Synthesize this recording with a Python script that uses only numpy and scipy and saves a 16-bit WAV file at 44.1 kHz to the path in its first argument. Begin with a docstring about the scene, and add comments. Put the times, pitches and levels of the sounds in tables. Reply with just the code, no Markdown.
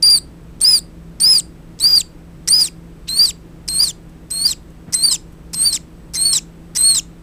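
"""A baby squirrel lying in its bedding squeaks twelve times, close to one microphone in a small room.
Each squeak is a whistle near 4.5 kHz, built from four partials, that arches and drops away.
Noise and undertones between the partials make the voice rasp as it starts and as it gives out.
Bursts of filtered noise make small mouth ticks before some squeaks, and faint stirs and a bump;
behind them an appliance hums in sines and rumbles in noise."""
import sys
import numpy as np
from scipy import signal
from scipy.fft import rfft, irfft
from scipy.io import wavfile
from scipy.ndimage import uniform_filter1d, minimum_filter1d

SR = 44100
rng = np.random.default_rng(int(sys.argv[2]) if len(sys.argv) > 2 else 0)


def transcribe(signal):
    """Save signal, clipped to [-1, 1], as a 16-bit WAV file at the path in sys.argv[1]."""
    frames = np.atleast_2d(signal).T
    limited = np.clip(frames, -1, 1)
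    pcm = np.round(limited * 32767).astype(np.int16)
    wavfile.write(sys.argv[1], SR, pcm)


N = 318402
TIME = np.arange(N) / SR

# The squeaks: [start t/s, end t/s, fundamental trim level/dB, swell level/dB, mouth tuning/ratio,
#   final pitch drop/fraction, opening rasp length t/s, opening rasp level/dB,
#   closing rasp length t/s, closing rasp level/dB, closing undertone level/dB]
SQUEAKS = [(0.025, 0.188, 0.5, -0.5, 1.006, 0.17, 0.0027, -17, .03, -49.5, -51),
           (.611, 0.794, -2, -1, 1.011, 0.23, 0.0047, -21, .03, -39, -49),
           (1.201, 1.407, -3, -3, 1, .38, 0.0049, -21, .049, -38, -34.5),
           (1.798, 2.02, -0.5, 1, 0.98, 0.4, 0.0073, -29, 0.06, -37.5, -33),
           (2.476, 2.689, -2.5, -3, 1.011, .38, 0.014, -19, 0.097, -30, -43),
           (3.082, 3.314, -1, -5.5, 0.99, 0.46, .011, -37, 0.059, -35.5, -19.5),
           (3.679, 3.914, -1, 3.5, 1.001, 0.22, .013, -26, 0.081, -33, -30),
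           (4.304, 4.537, 2.5, 14.5, 1.027, 0.42, 0.0089, -30.5, 0.06, -31.5, -19.5),
           (4.925, 5.164, 2, 7, 1.002, 0.33, 0.024, -23.5, .051, -37, -7.5),
           (5.532, 5.777, 1, 21, 1, .47, 0.017, -24, 0.05, -29.5, -18),
           (6.137, 6.392, 2.5, 7.5, 0.98, 0.38, .034, -26, 0.063, -26.5, -14.5),
           (6.751, 7.001, 2.5, 11.5, 0.94, 0.34, 0.025, -22, .055, -28.5, -18)]
# Pitch arch of each squeak, before its final drop: [t/s, f/Hz, octave trim level/dB]
PITCH_ARCHES = [
    [(0.029, 4850, 9.5), (0.033, 4684, 6), (0.059, 4820, 8.0), (0.081, 4780, -3), (0.085, 4670, -13.5),
     (0.091, 4640, -4), (0.109, 4854, 6.5), (0.151, 4650, 3.5), (0.167, 4530, 1.0)],
    [(0.615, 4360, 1.5), (0.619, 4510, 3.5), (0.629, 4200, 7), (0.641, 4400, 10), (0.645, 4772, -5),
     (0.683, 5140, 2), (0.725, 4990, 7), (0.757, 4747, -1), (0.771, 4600, -0.5)],
    [(1.209, 4450, -2.5), (1.217, 4440, 4), (1.227, 4360, 6), (1.231, 4670, 5), (1.239, 4650, 7),
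     (1.265, 5065, -6), (1.323, 5138, 5), (1.373, 4700, -4.5), (1.383, 4410, 1.5)],
    [(1.8, 4180, -5), (1.81, 3860, 0.5), (1.822, 4340, -1.5), (1.854, 4710, -0.5), (1.882, 4883, -14.5),
     (1.946, 4760, -18), (1.956, 4914, -0.5), (1.982, 4550, -3.5), (1.996, 4110, -1)],
    [(2.488, 3830, 9.5), (2.492, 4170, -0.5), (2.51, 4394, 7), (2.55, 5023, -3.5), (2.606, 4930, -6),
     (2.612, 4980, 7), (2.63, 4630, -3.5), (2.652, 4070, 1), (2.666, 3546, -1)],
    [(3.088, 3994, -3.5), (3.132, 4220, -13.5), (3.158, 4310, -9.0), (3.176, 4530, -1), (3.184, 4400, -0.5),
     (3.206, 4726, -7.5), (3.242, 4836, -7), (3.28, 4036, -6.0), (3.288, 3890, 0)],
    [(3.688, 4130, -7.5), (3.692, 4180, -4), (3.78, 4265, 1), (3.814, 4880, -6.5), (3.832, 4890, 4.5),
     (3.856, 4330, -8.0), (3.868, 4310, -9), (3.876, 4230, -1), (3.89, 3630, -1)],
    [(4.312, 4055, -0.5), (4.342, 4254, -3), (4.374, 4246, -4.5), (4.424, 4400, -1), (4.438, 4370, -6.5),
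     (4.462, 4906, -1.5), (4.482, 4310, -12.5), (4.504, 4200, -5), (4.514, 3900, 2.5)],
    [(4.946, 4030, 13), (4.962, 4110, -0.5), (5.022, 4217, -5.0), (5.05, 4780, 8.5), (5.068, 4374, 0),
     (5.088, 4614, -9), (5.1, 4103, -1), (5.124, 4115, 3.0), (5.14, 3716, 3.5)],
    [(5.552, 4190, -6.0), (5.612, 4200, 6.5), (5.648, 4490, 3.5), (5.66, 4700, 0), (5.698, 4470, -4),
     (5.712, 4070, -9.5), (5.73, 4273, -1), (5.744, 4040, 2.5), (5.754, 3695, 3.5)],
    [(6.16, 4188, -3), (6.166, 4229, -7.5), (6.174, 4124, -0.5), (6.246, 4313, -0.5), (6.258, 4452, 1.5),
     (6.332, 4255, -2.5), (6.348, 4090, 5), (6.356, 4020, 3.5), (6.368, 3710, 6.5)],
    [(6.768, 3940, 5), (6.776, 4100, -3.5), (6.784, 4053, 2.5), (6.832, 4195, 2.5), (6.866, 4336, 13),
     (6.898, 4323, 13), (6.942, 4124, -4.5), (6.95, 4220, -1.5), (6.978, 3732, 7)],
]
# How loud the fundamental grows as it crosses the resonances of the mouth: [f/Hz, level/dB]
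MOUTH_FUNDAMENTAL = [(2300, -34), (3600, -31), (4000, -25.5), (4250, -23), (4430, -24.5), (4630, -9),
                     (4820, -6.5), (4950, -12), (5100, -5.5)]
# The same for the octave: [f/Hz, level/dB]
MOUTH_OCTAVE = [(4600, -37), (6500, -32.5), (7500, -20), (8400, -21.5), (8720, -16.5), (9100, -19),
                (9500, -21.5), (9780, -23.5), (10050, -28), (10300, -22)]
# Moments when the voice doubles its period: [start t/s, length t/s, undertone level/dB]
DOUBLINGS = [(.105, 0.039, -36), (0.682, 0.082, -34.5), (1.317, 0.046, -30.5), (2.477, 0.017, -19),
             (4.939, .008, -21.5), (6.154, 0.019, -26), (6.765, 0.01, -18.5)]
# Resonances of throat and mouth that colour the rasp: [centre f/Hz, width f/Hz, level/dB]
THROAT_RESONANCES = [(2390, 1600, -16.5), (5800, 770, -3), (5340, 550, 3), (7600, 770, -5.5),
                     (8450, 1000, -3.5), (10100, 700, -9), (13500, 3000, -26)]
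# Colour of the broad hiss riding on the voice: [f/Hz, relative level/dB per Hz]
HISS_COLOUR = [(300, -1.5), (1000, 2), (2500, 1.5), (5000, 2), (9000, 4.5), (12000, 2), (15500, 1.5)]
# Reverberation time of the room: [f/Hz, t60 t/s]
ROOM_T60 = [(500, 0.33), (4500, 0.22), (8500, 0.21), (15000, 0.16)]
# Small ticks of the mouth before some squeaks, and faint stirs and a bump:
#   [t/s, level/dB, centre f/Hz, length t/s]
TICKS_AND_STIRS = [(0.605, -27, 5590, 0.00073), (1.791, -34, 5300, 0.0014), (3.085, -30.5, 3667, 0.0077),
                   (4.096, -57, 7910, 0.004), (4.705, -56.5, 8000, 0.0042), (4.889, -30.5, 145, 0.015),
                   (4.892, -48.5, 1300, 0.025), (5.328, -57, 8800, 0.0065)]
# Appliance hum and a thin electrical whine: [f/Hz, level/dB]
HUM_TONES = [(59.2, -46.5), (166.9, -43.5), (242.2, -59.5), (317.6, -52.5), (8000, -78.5), (8032, -71)]
# Colour of the background air and rumble: [f/Hz, relative level/dB per Hz]
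RUMBLE_COLOUR = [(12, -23), (20, -3), (40, -3), (60, -3), (86, -12.5), (130, -7.5), (200, -12.5),
                 (330, -13.5), (540, -21.5), (720, -27), (1220, -30), (4540, -42), (8180, -46),
                 (16000, -50)]

DROP_S, DROP_POWER = 0.03, 3   # the final fall in pitch
SWELL_S, CATCH_POWER = .065, 3.0   # how the fundamental settles, how the clean tone catches
RASP_CYCLES = 4   # in a rasp the folds repeat only every few cycles
RASP_SAG_DB = 5.0   # the closing rasp weakens by this much as the air runs out
OPENING_UNDERTONE_DB = -12.5   # relative to the opening rasp
# the closing rasp loses its undertones and stops just before the voice
UNDERTONE_FADE_S, RASP_CLEARS_S = 0.011, 0.0091
RUMBLE_DB = -40
CUTOFF_HZ = 15500


def squirrel(rasp_jitter=0.28, hiss_db=-25, effort_power=.6, grain_db=4.0):
    """Vibrating folds: a clean whistle that turns jittery and noisy where the voice breaks."""
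    pitch, first, octave = voice_controls()
    pressure = pressure_rise()
    turbulence, undertone, breaking = voice_breaks()
    turbulence = pressure * turbulence
    doubling = sum(from_db(db) * gate(start, start + length, edge=.0026)
                   for start, length, db in DOUBLINGS)

    waver = .003 * drift(90)
    jitter = rasp_jitter * turbulence * drift(400)
    pitch = pitch * (1 + waver + jitter)
    phase = 2 * np.pi * np.cumsum(pitch) / SR

    # the airflow varies less than the loudness, which swells wherever a partial meets a resonance
    loudness = np.sqrt(first ** 2 + octave ** 2 + turbulence ** 2)
    effort = 0.49 * (loudness / 0.28) ** effort_power

    clean = whistle(phase, pitch, first, octave, effort, breaking)
    rasp = turbulence * throat_noise() * from_db(grain_db * drift(500))
    hiss = effort * from_db(hiss_db) * noise(HISS_COLOUR)
    rasp_lines = undertones(phase, pitch, undertone, count=RASP_CYCLES, slip=.04)
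    doubled_lines = undertones(phase, pitch, doubling, count=2, slip=0.04)
    return clean + pressure * (rasp_lines + doubled_lines) + rasp + hiss


def voice_controls():
    """Pitch arches and drops; the first two partials swell as they cross the resonances of the mouth."""
    pitch = np.full(N, PITCH_ARCHES[0][0][1], float)
    first, octave = np.zeros((2, N))
    for squeak, arch in zip(SQUEAKS, PITCH_ARCHES):
        start, end, first_db, swell_db, mouth, drop, opening_s, *_ = squeak
        voiced = gate(start, end, edge=.002)
        on = voiced > 0
        t = TIME[on]
        age = np.maximum(t - start, 0)

        arch_s, arch_hz, octave_db = np.transpose(arch)
        dropping = np.clip(1 - (end - t) / DROP_S, 0, 1)
        hz = np.interp(t, arch_s, arch_hz) * (1 - drop * dropping ** DROP_POWER)

        # the clean tone catches as the opening rasp ends
        caught = voiced[on] * np.minimum(age / opening_s, 1) ** CATCH_POWER
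        settling_db = first_db - swell_db * np.exp(-age / SWELL_S)
        pitch[on] = hz
        # the mouth is retuned a little in each squeak
        first[on] = caught * from_db(settling_db + at_hz(MOUTH_FUNDAMENTAL, hz / mouth))
        octave_level_db = np.interp(t, arch_s, octave_db) + at_hz(MOUTH_OCTAVE, 2 * hz / mouth)
        octave[on] = caught * from_db(octave_level_db)
    return pitch, first, octave


def whistle(phase, pitch, first, octave, effort, breaking,
            third_db=-27.0, fourth_db=-40, flutter_db=2.1, stutter_db=0.5):
    """Four partials flutter separately and stutter as the voice breaks up; the upper two follow effort."""
    strengths = [first, octave, effort * from_db(third_db), effort * from_db(fourth_db)]
    out = np.zeros(N)
    for k, strength in enumerate(strengths, 1):
        stutter = stutter_db * breaking * np.abs(drift(76))
        flutter = from_db(flutter_db * drift(100) - stutter)
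        below_nyquist = k * pitch < SR / 2
        out += strength * flutter * np.sin(k * phase) * below_nyquist
    return np.sqrt(2) * out


def voice_breaks():
    """Each squeak rasps as it opens and closes: turbulence, undertone strength, and breaking-up of the tone."""
    turbulence, undertone, breaking = np.zeros((3, N))
    for start, end, *_, opening_s, opening_db, closing_s, closing_db, undertone_db in SQUEAKS:
        opening = from_db(opening_db) * gate(start - .001, start + opening_s, edge=0.002)
        closing = gate(end - closing_s, end - RASP_CLEARS_S, edge=.005)
        since = np.clip(TIME - end + closing_s, 0, 1)
        fade = np.exp(-since / UNDERTONE_FADE_S)
        air = from_db(RASP_SAG_DB * (.5 - np.minimum(since / closing_s, 1)))

        turbulence += opening + from_db(closing_db) * closing * air
        undertone += from_db(OPENING_UNDERTONE_DB) * opening
        undertone += from_db(undertone_db) * closing * fade
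        breaking += closing
    return turbulence, undertone, breaking


def pressure_rise(rise_s=.004):
    """Air pressure builds up over the first milliseconds of each squeak."""
    starts = np.array([start for start, *_ in SQUEAKS]) - .003   # just ahead of the tone
    latest = np.maximum(np.searchsorted(starts, TIME) - 1, 0)
    return 1 - np.exp(-np.maximum(TIME - starts[latest], 0) / rise_s)


def undertones(phase, pitch, strength, count, slip, unevenness_db=4.5, sideband_fall=2.3):
    """Folds that repeat only every count cycles put lines between the partials, shaped by the throat."""
    out, on = np.zeros(N), strength > 0
    multiples = np.array([[k / count] for k in range(1, 4 * count) if k % count])
    hz = multiples * pitch[on]

    # the lines next to a partial are the strongest
    steps_away = count * np.abs(multiples - np.round(multiples))
    gains = throat_gain(hz) * (hz < SR / 2) / steps_away ** sideband_fall
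    gains = gains / np.linalg.norm(gains, axis=0)

    # the pattern slips, which smears the lines into a rasp
    first_phase = 2 * np.pi * rng.random(multiples.shape)
    slips = first_phase + slip * np.cumsum(rng.standard_normal(hz.shape), axis=1)
    lines = gains * np.sin(multiples * phase[on] + slips)
    out[on] = np.sqrt(2) * strength[on] * lines.sum(axis=0)
    return out * from_db(unevenness_db * drift(150))


def throat_noise():
    """Turbulence coloured by the throat, rms 1."""
    hz = np.arange(N // 2 + 1) * SR / N
    return rms_one(irfft(rfft(rng.standard_normal(N)) * throat_gain(hz), N))


def throat_gain(hz):
    """The resonances add in power and fall away steeply between their peaks."""
    power = sum(from_db(db) ** 2 / (1 + ((hz - centre) / width) ** 2) ** 2
                for centre, width, db in THROAT_RESONANCES)
    return np.sqrt(power)


def room(x, wet_db=-24, first_echo_s=0.0034):
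    """A diffuse tail, band by band, that dies sooner in the treble."""
    t, tail = TIME[:SR // 2], 0
    edges = np.geomspace(200, 18000, 10)
    for low, high in zip(edges, edges[1:]):
        band = signal.butter(2, [low, high], "band", fs=SR, output="sos")
        diffuse = signal.sosfilt(band, rng.standard_normal(len(t)))
        t60 = at_hz(ROOM_T60, np.sqrt(low * high))
        tail = tail + diffuse * np.exp(-np.log(1000) * t / t60)
    tail = tail * (t > first_echo_s)
    return from_db(wet_db) * signal.fftconvolve(x, tail / np.linalg.norm(tail))[:N]


def ticks_and_stirs():
    """Small mouth ticks, faint stirs and a bump: brief swells of noise about an octave wide."""
    out = np.zeros(N)
    for s, db, hz, length in TICKS_AND_STIRS:
        band = signal.butter(2, [hz / 1.5, hz * 1.5], "band", fs=SR, output="sos")
        burst = rms_one(signal.sosfilt(band, rng.standard_normal(N)))
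        out += from_db(db) * np.exp(-((TIME - s) / length) ** 2) * burst
    return out


def appliance(waver_db=1.5, phase_wander=0.081):
    """Slightly unsteady motor tones over a rumble of moving air."""
    hum = np.zeros(N)
    for hz, db in HUM_TONES:
        level = from_db(db + waver_db * drift(4.6))
        hum += level * np.sin(2 * np.pi * hz * TIME + phase_wander * drift(3.1))   # wander in radians
    return np.sqrt(2) * hum + from_db(RUMBLE_DB) * noise(RUMBLE_COLOUR)


def from_db(db):
    """Decibels to gain."""
    return 10 ** (np.asarray(db) / 20)


def rms_one(x):
    """Scale to unit rms."""
    return x / np.sqrt(np.mean(x ** 2) + 1e-20)


def at_hz(points, hz):
    """Read a spectrum on a log-frequency axis."""
    freqs, values = np.transpose(points)
    return np.interp(np.log(np.maximum(hz, 1)), np.log(freqs), values)


def noise(spectrum):
    """Noise of a given colour, rms 1."""
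    hz = np.arange(N // 2 + 1) * SR / N
    return rms_one(irfft(rfft(rng.standard_normal(N)) * from_db(at_hz(spectrum, hz)), N))


def drift(rate):
    """Smooth random wandering at about rate per second, spread 1."""
    hz = np.arange(N // 2 + 1) * SR / N
    return rms_one(irfft(rfft(rng.standard_normal(N)) / (1 + (hz / rate) ** 2), N))


def gate(start, end, edge):
    """One between start and end, with short ramps."""
    return np.clip(np.minimum(TIME - start, end - TIME) / edge + .5, 0, 1)


def limiter(x, ceiling=.67):
    """A fast limiter turns down crests above the ceiling, with its gain smoothed over milliseconds."""
    needed = np.minimum(1, ceiling / (np.abs(x).max(axis=0) + 1e-9))
    held = minimum_filter1d(needed, size=177)   # sizes in samples
    return x * uniform_filter1d(held, size=133)


def scene():
    """Everything reaches one microphone, the same in both channels."""
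    voice = squirrel()
    mono = voice + room(voice) + ticks_and_stirs() + appliance()
    return np.array([mono, mono])


def record(dry):
    """Peaks are held down and the top is cut steeply."""
    steep_cut = signal.ellip(12, .1, 80, CUTOFF_HZ, fs=SR, output="sos")
    return signal.sosfilt(steep_cut, limiter(dry))


dry = scene()
out = record(dry)
transcribe(out)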